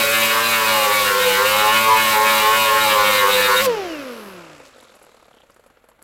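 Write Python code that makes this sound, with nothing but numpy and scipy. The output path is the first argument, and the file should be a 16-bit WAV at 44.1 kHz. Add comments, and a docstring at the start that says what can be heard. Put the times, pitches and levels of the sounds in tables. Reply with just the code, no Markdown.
"""In a workshop, an air grinder strokes a stripping disc to and fro over a hollow sheet-steel part.
The disc's rim rubs the same bumps over the steel on every turn, so the steel rings, rasps and squeals.
The motor's vanes (small sliding blades) chop the air into a whine, and the used air hisses out.
The disc lifts, the trigger shuts the air, and the motor coasts down until its loose vanes flop one by one."""
import sys
import numpy as np
from scipy import signal
from scipy.fft import rfft, irfft, next_fast_len
from scipy.io import wavfile
from scipy.ndimage import uniform_filter1d

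SR = 44100
rng = np.random.default_rng(int(sys.argv[2]) if len(sys.argv) > 2 else 0)


def generate_wav(sig):
    """Save sig (samples, or channels by samples) to the path in sys.argv[1] as 16-bit PCM at SR."""
    pcm = np.round(np.clip(np.atleast_2d(sig).T, -1, 1) * 32767).astype(np.int16)
    wavfile.write(sys.argv[1], SR, pcm)


N = 265921
T = np.arange(N) / SR
HZ = np.maximum(np.fft.rfftfreq(N, 1 / SR), 1)

# Levels in the tables are relative: the functions add their own gains.
# tone colours of the noises: f/Hz, level/dB
ROOM_COLOUR = [(15, -38.5), (25, 3.5), (394, -10), (462, 0), (978, -10), (1420, -4.5), (1630, -9),
               (4500, -21), (5420, -67.5), (11200, -22.5), (15000, -34)]  # the quiet workshop
HISS_COLOUR = [(2650, -55.5), (4500, -35), (5850, -1), (7000, 2), (7690, 4.5), (9590, -0.5), (12700, 5),
               (15100, 1), (15800, -15.5)]  # air leaving the motor
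RUSH_COLOUR = [(25, -10.5), (100, -11.5), (300, -11.5), (520, -5), (720, -8.5), (1100, -2.5), (2500, -2),
               (4000, -4.5), (5000, -4), (7000, -13)]  # broad rush of air and scouring grit
LAST_AIR_COLOUR = [(2350, -26), (4000, -8), (5330, -22), (6710, -22), (7400, -11), (9150, -12), (11200, -4),
                   (12600, -8), (13700, -12), (15800, -19)]  # the last air leaking out
VANE_RUB_COLOUR = [(190, -19.5), (330, -9.5), (359, -7), (421, -13.5), (511, 0), (563, -1), (762, -14.5),
                   (1300, -7), (1850, -13.5), (2690, -11.5), (3310, -18), (5310, -18), (6000, -21.5),
                   (7800, -27), (13200, -120)]  # vanes rubbing the housing
BEARING_COLOUR = [(2940, -34), (5000, -18), (5890, 0), (6390, 1), (7000, 5.5), (7900, 3.5), (9620, -5),
                  (11000, 0), (13300, -13), (14900, -18), (15800, -23)]  # fizzing bearings
KNOCK_COLOUR = [(120, -43), (200, -8), (215, -11), (402, -8), (463, -2), (490, 1), (670, -6), (1530, -11.5),
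                (1620, -17), (2380, -20.5), (3250, -25), (4710, -27.5), (6000, -36), (7800, -56),
                (13200, -120)]  # the low part of a vane's flop
VANE_TICK_COLOUR = [(2650, -43), (4500, -9), (6040, -17), (6740, -3), (7850, 1), (9440, -9), (11100, 6),
                    (12800, -10), (15800, -25)]  # its high part
# dry scrapes as the tool runs down: middle t/s, length/s, f/Hz, width/Hz, level/dB
DRY_SCRAPES = [(4.662, 0.044, 3827, 4000, -52.5), (4.82, .25, 3700, 1216, -59),
               (5.168, .3, 3780, 1390, -65.5), (5.384, 0.12, 3170, 700, -60.5),
               (5.524, 0.014, 5140, 2500, -54), (5.547, 0.0097, 8200, 4950, -53)]
# single vane flops, the hard ones and the last slow ones: t/s, level/dB, treble/dB
VANE_FLOPS = [(4.514, -39, -22), (4.6, -31, -14), (4.825, -42, 1), (4.95, -42, 7), (5.025, -49, 14),
              (5.401, -38, -18), (5.434, -39, -18), (5.497, -35.5, -11), (5.562, -37.5, -7),
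              (5.594, -41, -5), (5.637, -40.5, -11), (5.662, -38, -2), (5.7, -38, -18), (5.77, -38, -28),
              (5.84, -40, -8), (5.887, -38, 0.5), (5.914, -42, -19), (5.99, -40, -18), (6.018, -37, -3)]
# strength of the exhaust hiss: t/s, level/dB
HISS_LEVEL = [(0, -24.5), (.8, -26.5), (1.5, -27), (2.3, -26), (3.64, -27.5)]
# the motor's weaker overtones: multiple of the vane rate, level/dB
OVERTONES = [(3, -6.5), (4, -2.5), (5, -3.5), (6, -2.5), (7, -7.5), (8, -13.5), (9, -6), (11, -10.5)]
# shake of the unbalanced disc: multiple of the spin rate, level/dB
DISC_SHAKE = [(1, -7), (2, 0), (3, -4.5), (6, -5.5), (7, -1.5)]
# turns per second, dropping as the hand leans on the tool: t/s, f/Hz
SPIN_RATE = [(0.0, 108.6), (0.19, 109.6), (0.49, 113.7), (0.79, 105.7), (0.92, 103.2), (1.0, 102.1),
             (1.16, 97.64), (1.34, 95.75), (1.44, 99.75), (1.62, 105.4), (1.86, 111.1), (2.08, 108.1),
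             (2.38, 107.2), (2.58, 109.1), (2.83, 107.1), (3.06, 102), (3.35, 97.9), (3.6, 98.74)]
# each stroke lingers at the part's hollow end, which rings and drones:
# t/s, stay/s, ring at the end/dB, ring in between/dB, drone/dB, extra clang/dB, extra rasp and shrill/dB
HAND_STROKES = [(0.081, 0.11, -34.5, -23, -33, -1.0, -1), (0.37, 0.19, -18.5, -28.5, -32.5, -2, 0),
                (0.625, 0.11, -21, -20.5, -32, -1.0, -0.5), (0.895, 0.069, -17.5, -17, -29.5, -1.0, -2),
                (1.153, 0.119, -22, -23.5, -33.5, -1, -3), (1.413, 0.094, -18.5, -25.5, -30.5, 0.5, -1.5),
                (1.669, 0.12, -13.5, -14, -30.5, 0, 1.0), (1.921, 0.16, -9.5, -26.5, -26.5, -2, 0.5),
                (2.205, 0.13, -14, -13, -28.5, 0, -1), (2.485, 0.16, -13.5, -21, -27.5, -0.0, 1),
                (2.735, 0.15, -15, -17.5, -29.5, -1.5, -1), (2.992, 0.13, -13.5, -18.5, -32.5, 1.5, 0.5),
                (3.261, 0.11, -15, -22, -30.5, 0.5, -1), (3.514, 0.083, -16.5, -28, -31.5, 1.5, 0)]
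# the rim catches and the steel sings one note: middle t/s, length/s, f/Hz, level/dB
RIM_SQUEALS = [(0.042, 0.048, 3840, -26), (.17, 0.38, 2520, -27), (0.66, .06, 2513, -25),
               (0.96, .07, 2250, -22.5), (1.236, 0.052, 3780, -27), (0.477, 0.11, 4040, -29),
               (1.806, 0.13, 2525, -24), (1.987, 0.052, 2523, -22), (2.273, 0.048, 2530, -22.5),
               (2.82, 0.027, 3800, -22), (2.887, 0.05, 3758, -28), (3.2, 0.026, 3807, -24.5),
               (3.34, 0.042, 3733, -23.5), (3.412, 0.076, 1752, -22), (3.45, 0.059, 3716, -25.5),
               (3.53, 0.055, 4490, -30.5), (3.579, 0.031, 3740, -21)]
# the steel's modes (the pitches it likes to ring at), low to high: f/Hz, width/Hz, level/dB
RING_MODES = [(851.6, 52, 0.5), (982, 34, -3.5), (1086, 85, 3), (1213, 106, -13)]
CLANG_MODES = [(1427, 160, 1), (1735, 495, -3.5)]
RASP_MODES = [(2221, 160, -1.5), (2360, 190, -9), (2509, 98, -4.5), (2800, 270, -4), (3183, 520, -14.5)]
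SHRILL_MODES = [(3800, 400, 2), (4130, 1500, -5)]

LIFT_S, SHUT_S = 3.61, 3.662  # the disc leaves the steel; the trigger shuts the air
FREE_HZ, VANE_MULTIPLE = 105.5, 5.2  # spin rate just after the lift; vane pulses per turn


def undb(db):
    """Turn decibels into a gain."""
    return 10 ** (np.asarray(db) / 20)


def unit(x):
    """Scale to an average strength (rms) of 1."""
    return x / np.sqrt(np.mean(x ** 2))


def curves(table):
    """The columns of a timed table, one value per sample."""
    s, *columns = np.transpose(table)
    return [np.interp(T, s, c) for c in columns]


def noise():
    """White noise."""
    return rng.standard_normal(N)


def grit(spread_db):
    """Gritty noise: many tiny grains, a few much louder than the rest."""
    return unit(noise() * undb(spread_db * np.minimum(rng.exponential(size=N), 8)))


def walk(rate):
    """A random wander of size about 1, changing course rate times a second."""
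    steps = rng.standard_normal(2048)
    return 1.248 * np.interp(T * rate, np.arange(len(steps)), steps)


def until(s, fade_s):
    """Stay at 1 until time s, then die away."""
    return np.exp(-np.maximum(T - s, 0) / fade_s)


def swell(s, length_s):
    """A flat-topped swell around time s."""
    return np.exp(-np.minimum(np.abs(2 * (T - s) / length_s), 5) ** 4)


def shape(x, gain):
    """Filter with a gain for each frequency, ringing only after a sound and never before it."""
    log_gain = np.interp(np.fft.rfftfreq(8192, 1 / SR), HZ, np.log(gain + 1e-5))
    fold = np.r_[1, np.full(4095, 2), 1, np.zeros(4095)]
    response = irfft(np.exp(rfft(irfft(log_gain) * fold)))[:4096]
    return signal.oaconvolve(x, response)[:N]


def colour(x, points):
    """Give a sound the tone colour in a table, at strength 1."""
    hz, db = np.transpose(points)
    return unit(shape(x, undb(np.interp(np.log(HZ), np.log(hz), db))))


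def band(x, hz, width):
    """One resonance, with gain 1 at its centre."""
    return shape(x, 1 / np.hypot(1, (HZ ** 2 - hz ** 2) / (HZ * width)))


def resonate(x, modes):
    """Ring a set of modes and hold the result at an even level."""
    gain = sum(undb(db) / (1 + ((HZ ** 2 - hz ** 2) / (HZ * width)) ** 2) for hz, width, db in modes)
    ringing = shape(x, gain)
    return ringing / np.sqrt(uniform_filter1d(ringing ** 2, size=2600) + 1e-12)


def cavity(hz, centre_hz=502.4, half_width_hz=23):
    """How near a tone is (0-1) to the pitch that the air in the hollow part boosts."""
    return 1 / (1 + ((hz - centre_hz) / half_width_hz) ** 2)


def at_hollow_end():
    """How near the disc is (0-1) to the hollow end of its stroke."""
    return np.minimum(sum(swell(s, stay_s) for s, stay_s, *_ in HAND_STROKES), 1)


def stroke_angle():
    """The hand's to and fro in radians, one cycle per stroke."""
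    return 2 * np.pi * np.interp(T, [row[0] for row in HAND_STROKES], np.arange(len(HAND_STROKES)))


def spin_hz(sway_hz=0.542, run_up_s=.018, coast_from_s=3.645, slowing_s=.59):
    """Turns per second: held back by the work, freed by the lift, then slowed ever more gently by drag."""
    working = curves(SPIN_RATE)[0] + sway_hz * np.sin(stroke_angle())
    free = FREE_HZ / (1 + np.maximum(T - coast_from_s, 0) / slowing_s) ** 1.4
    lifted = np.clip((T - LIFT_S) / run_up_s + .5, 0, 1)
    return working + (free - working) * lifted


def room_tone(level_db=-60.5):
    """The quiet, steady noise of the workshop."""
    return undb(level_db) * colour(noise(), ROOM_COLOUR)


def wall_echo(x, echo_db=-19, decay_s=.5):
    """The walls send back a short, faint tail."""
    tail = (noise() * undb(-60 * T / decay_s) * (T > .006))[:SR]
    return undb(echo_db) * signal.fftconvolve(x, tail / np.linalg.norm(tail))[:N]


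def scrapes():
    """Dry metal rubs briefly as the tool runs down."""
    return sum(undb(db) * swell(s, length) * resonate(grit(spread_db=6.5), [(hz, width, 0)])
               for s, length, hz, width, db in DRY_SCRAPES)


def rattle(start_s=4.76, gap_s=.0212, stretch_s=.000346, count=25, treble_db=-13):
    """Loose vanes rattle ever more slowly as the motor slows. Rows: t/s, level/dB, treble/dB."""
    k = np.arange(count)
    ages = k * (gap_s + stretch_s * k / 2)
    levels = -38 - 0.8 * ages + 0.2 * rng.standard_normal(count)
    return [(start_s + age, db, treble_db) for age, db in zip(ages, levels)]


def flops(knock_db=-4, tick_db=-11, rise_s=0.0012, knock_s=0.0067, tick_s=0.0087):
    """Each loose vane slides out and hits the housing with a short, gritty knock."""
    knock, tick = np.zeros(N), np.zeros(N)
    for s, db, treble_db in rattle() + list(VANE_FLOPS):
        span = slice(int(s * SR), int(s * SR) + SR // 10)
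        age = T[span] - T[span][0]
        landing = undb(db) * (1 - np.exp(-age / rise_s))
        knock[span] += landing * undb(knock_db) * np.exp(-age / knock_s)
        tick[span] += landing * undb(treble_db + tick_db) * np.exp(-age / tick_s)
    return knock * colour(noise(), KNOCK_COLOUR) + tick * colour(grit(spread_db=5.5), VANE_TICK_COLOUR)


def housing_bumps(rotor, size=256):
    """The vanes pass the same rough wall on every turn; the pattern shifts as they settle."""
    place = rotor / (2 * np.pi) % 1 * size
    shares = [walk(7) for _ in range(3)]
    bumps = sum(share * np.interp(place, np.arange(size), rng.standard_normal(size)) for share in shares)
    return unit(bumps / np.linalg.norm(shares, axis=0))


def coasting(angle, rub_db=-33, fizz_db=-47, leak_db=-51):
    """With the trigger shut, the last air leaks out, the vanes rub and the bearings fizz, all fading."""
    rotor = VANE_MULTIPLE * angle / 5
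    age = np.maximum(T - SHUT_S, 0)
    whirr = undb(1) * colour(housing_bumps(rotor), VANE_RUB_COLOUR) * until(4.54, 0.25)
    dry_rub = colour(grit(spread_db=3), VANE_RUB_COLOUR)
    rub = undb(rub_db - 18 * age) * (whirr + dry_rub)
    leaking = until(4.29, 0.091)
    leak = undb(leak_db) * leaking * colour(noise(), LAST_AIR_COLOUR)
    fizz_gain = undb(fizz_db - 14 * age + 0.5 * walk(60)) * (1 - leaking)
    fizz = fizz_gain * colour(grit(spread_db=3.5), BEARING_COLOUR)
    throb = 1 + 0.28 * np.cos(2 * rotor)
    return (throb * (rub + fizz) + leak) * (1 - until(SHUT_S, 0.0055))


def exhaust(angle, at_end, rush_db=-25, stereo_db=-21, chop=0.12):
    """Air spits out, pulsed by the vanes, over a broad scouring rush; the trigger cuts both off."""
    flow_db = curves(HISS_LEVEL)[0] - 2 * at_end + 0.7 * walk(170)
    flow = undb(flow_db) * (1 + chop * np.cos(VANE_MULTIPLE * angle)) * until(SHUT_S, 0.0019)
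    hiss = colour(grit(spread_db=2), HISS_COLOUR)
    # the treble dips a little at the hollow end of each stroke
    hiss = unit(hiss - 0.052 * (2 * at_end - 1) * band(hiss, hz=9150, width=2700))
    stereo = undb(stereo_db) * colour(noise(), HISS_COLOUR) * np.array([[1], [-1]])
    rush = undb(rush_db + walk(25.07)) * colour(noise(), RUSH_COLOUR) * until(SHUT_S, .009)
    return flow * (hiss + stereo) + rush


def motor(angle, speed, whistle_db=-43, jitter_rad=.5):
    """The vanes chop the air into a whine that falls and fades as the motor coasts."""
    vane, vane_hz = VANE_MULTIPLE * angle, VANE_MULTIPLE * speed
    on_steel, air_on = until(LIFT_S, 0.015), until(SHUT_S, 0.0039)
    octaves = (1 - on_steel) * np.log2(speed / FREE_HZ)  # goes below zero as the motor slows
    driven_db = -28 + 5.5 * cavity(vane_hz) + 2.1 * walk(11)
    coasting_db = -18 + 18 * octaves + 6.5 * cavity(vane_hz)
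    first = undb(air_on * driven_db + (1 - air_on) * coasting_db) * np.sin(vane) * until(4.44, 0.17)
    second = undb(-27 + 11 * octaves + 6.5 * cavity(2 * vane_hz)) * np.sin(2 * vane)
    overtones = sum(undb(db + 2.5 * walk(40)) * np.sin(k * vane + jitter_rad * walk(130))
                    for k, db in OVERTONES)
    overtones *= undb(-40 + 9 * octaves)
    # the housing whistles as one high overtone slides through its resonance
    whistle = undb(whistle_db) * band(np.sin(9 * vane + jitter_rad * walk(130)), hz=2830, width=220)
    upper = undb(5 * air_on - 12 * on_steel) * (second + overtones + whistle) * until(4.41, .22)
    return np.sqrt(2) * (first * (1 + 0.24 * walk(70)) + upper * (1 + .15 * walk(90)))


def disc(angle, speed, at_end, between_db=-42, cavity_db=15):
    """The unbalanced disc hums, louder with speed; its lobes, four and five a turn, drone on the steel."""
    hum_db = -38.5 - 5 * at_end + 26 * np.log2(speed / FREE_HZ)
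    hum = sum(undb(hum_db + db + 2 * walk(12)) * np.sin(k * angle + rng.uniform(0, 2 * np.pi))
              for k, db in DISC_SHAKE)
    _, _, _, end_db, _, _ = curves(HAND_STROKES)
    drone_db = at_end * end_db + (1 - at_end) * between_db
    four = undb(drone_db + 1) * np.sin(4 * angle + .3 * walk(14))
    five = undb(drone_db - 7 + cavity_db * cavity(5 * speed)) * np.sin(5 * angle + .5 * walk(14))
    return np.sqrt(2) * (hum + (four + five) * until(LIFT_S, 0.013))


def squeals(angle, throb=.35, waver_rad=.45):
    """The rim sticks and slips, so one note sings for a moment, throbbing as the disc turns."""
    tones = sum(undb(db) * swell(s, length) * np.sin(2 * np.pi * hz * T + waver_rad * walk(150))
                for s, length, hz, db in RIM_SQUEALS)
    return np.sqrt(2) * tones * (1 + throb * np.cos(angle))


def rim_force(angle, wear=0.06, wear_rate=13, scatter=0.064):
    """The rim's bumps repeat every turn; the finer they are, the more wear changes their pattern."""
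    force = np.zeros(N)
    for k in range(1, 49):
        phase = k * angle + scatter * k * rng.standard_normal()
        change = wear * k
        bump = (1 + change * walk(wear_rate)) * np.cos(phase) + change * walk(wear_rate) * np.sin(phase)
        force += bump / np.hypot(1, change)
    return unit(force)


def steel(angle, at_end, takeover_db=2.5):
    """Rim and grit ring the steel until the lift: low modes at the hollow end, high ones in between."""
    rim = rim_force(angle)
    scour = undb(-11) * grit(spread_db=5.5) * (1 + .45 * np.cos(angle))  # pressed on once a turn
    sweep = np.sin(stroke_angle()) ** 2  # 1 where the hand moves fastest
    _, end_db, between_db, _, extra_clang_db, bite_db = curves(HAND_STROKES)
    ring_db = -0.54 + at_end * end_db + (1 - at_end) * between_db - 3 * sweep
    clang_db = -25 + extra_clang_db + 1.8 * at_end + 2 * sweep + 1.8 * walk(21.92)
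    rasp_db = -22 + bite_db - 3.5 * at_end + 2 * sweep + 0.9 * walk(21.92)
    shrill_db = -26 + bite_db - 4 * at_end + 0.5 * sweep + 1.7 * walk(21.92)
    ring = resonate(rim + undb(-9) * scour, RING_MODES)
    # at the hollow end, the middle of the ring gains on the pitches around it
    middle = band(ring, hz=1042, width=130)
    boost = undb(takeover_db * (at_end - .5))
    ring = undb(ring_db) * (middle * boost + (ring - middle) / boost)
    clang = undb(clang_db) * resonate(rim + scour, CLANG_MODES)
    rasp = undb(rasp_db) * resonate(rim + scour, RASP_MODES)
    shrill = undb(shrill_db) * resonate(rim + undb(1) * scour, SHRILL_MODES)
    return (ring + clang + rasp + shrill) * until(LIFT_S, 0.018)


def scene():
    """The spinning disc and the stroking hand drive the grinding, over the quiet of the workshop."""
    speed, at_end = spin_hz(), at_hollow_end()
    flutter = 1 + 0.001944 * walk(45)
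    angle = 2 * np.pi * np.cumsum(speed * flutter) / SR
    grinding = steel(angle, at_end) + squeals(angle) + disc(angle, speed, at_end)
    tool = grinding + motor(angle, speed) + exhaust(angle, at_end) + coasting(angle) + flops() + scrapes()
    return tool + wall_echo(tool.mean(axis=0)) + room_tone()


def record(dry, ceiling=0.47, top_hz=15850):
    """Round off the tallest peaks and cut the highest treble."""
    rounded = dry / (1 + (dry / ceiling) ** 6) ** (1 / 6)
    return signal.sosfilt(signal.ellip(10, .1, 80, top_hz, fs=SR, output="sos"), rounded)


dry = scene()
out = record(dry)
generate_wav(out)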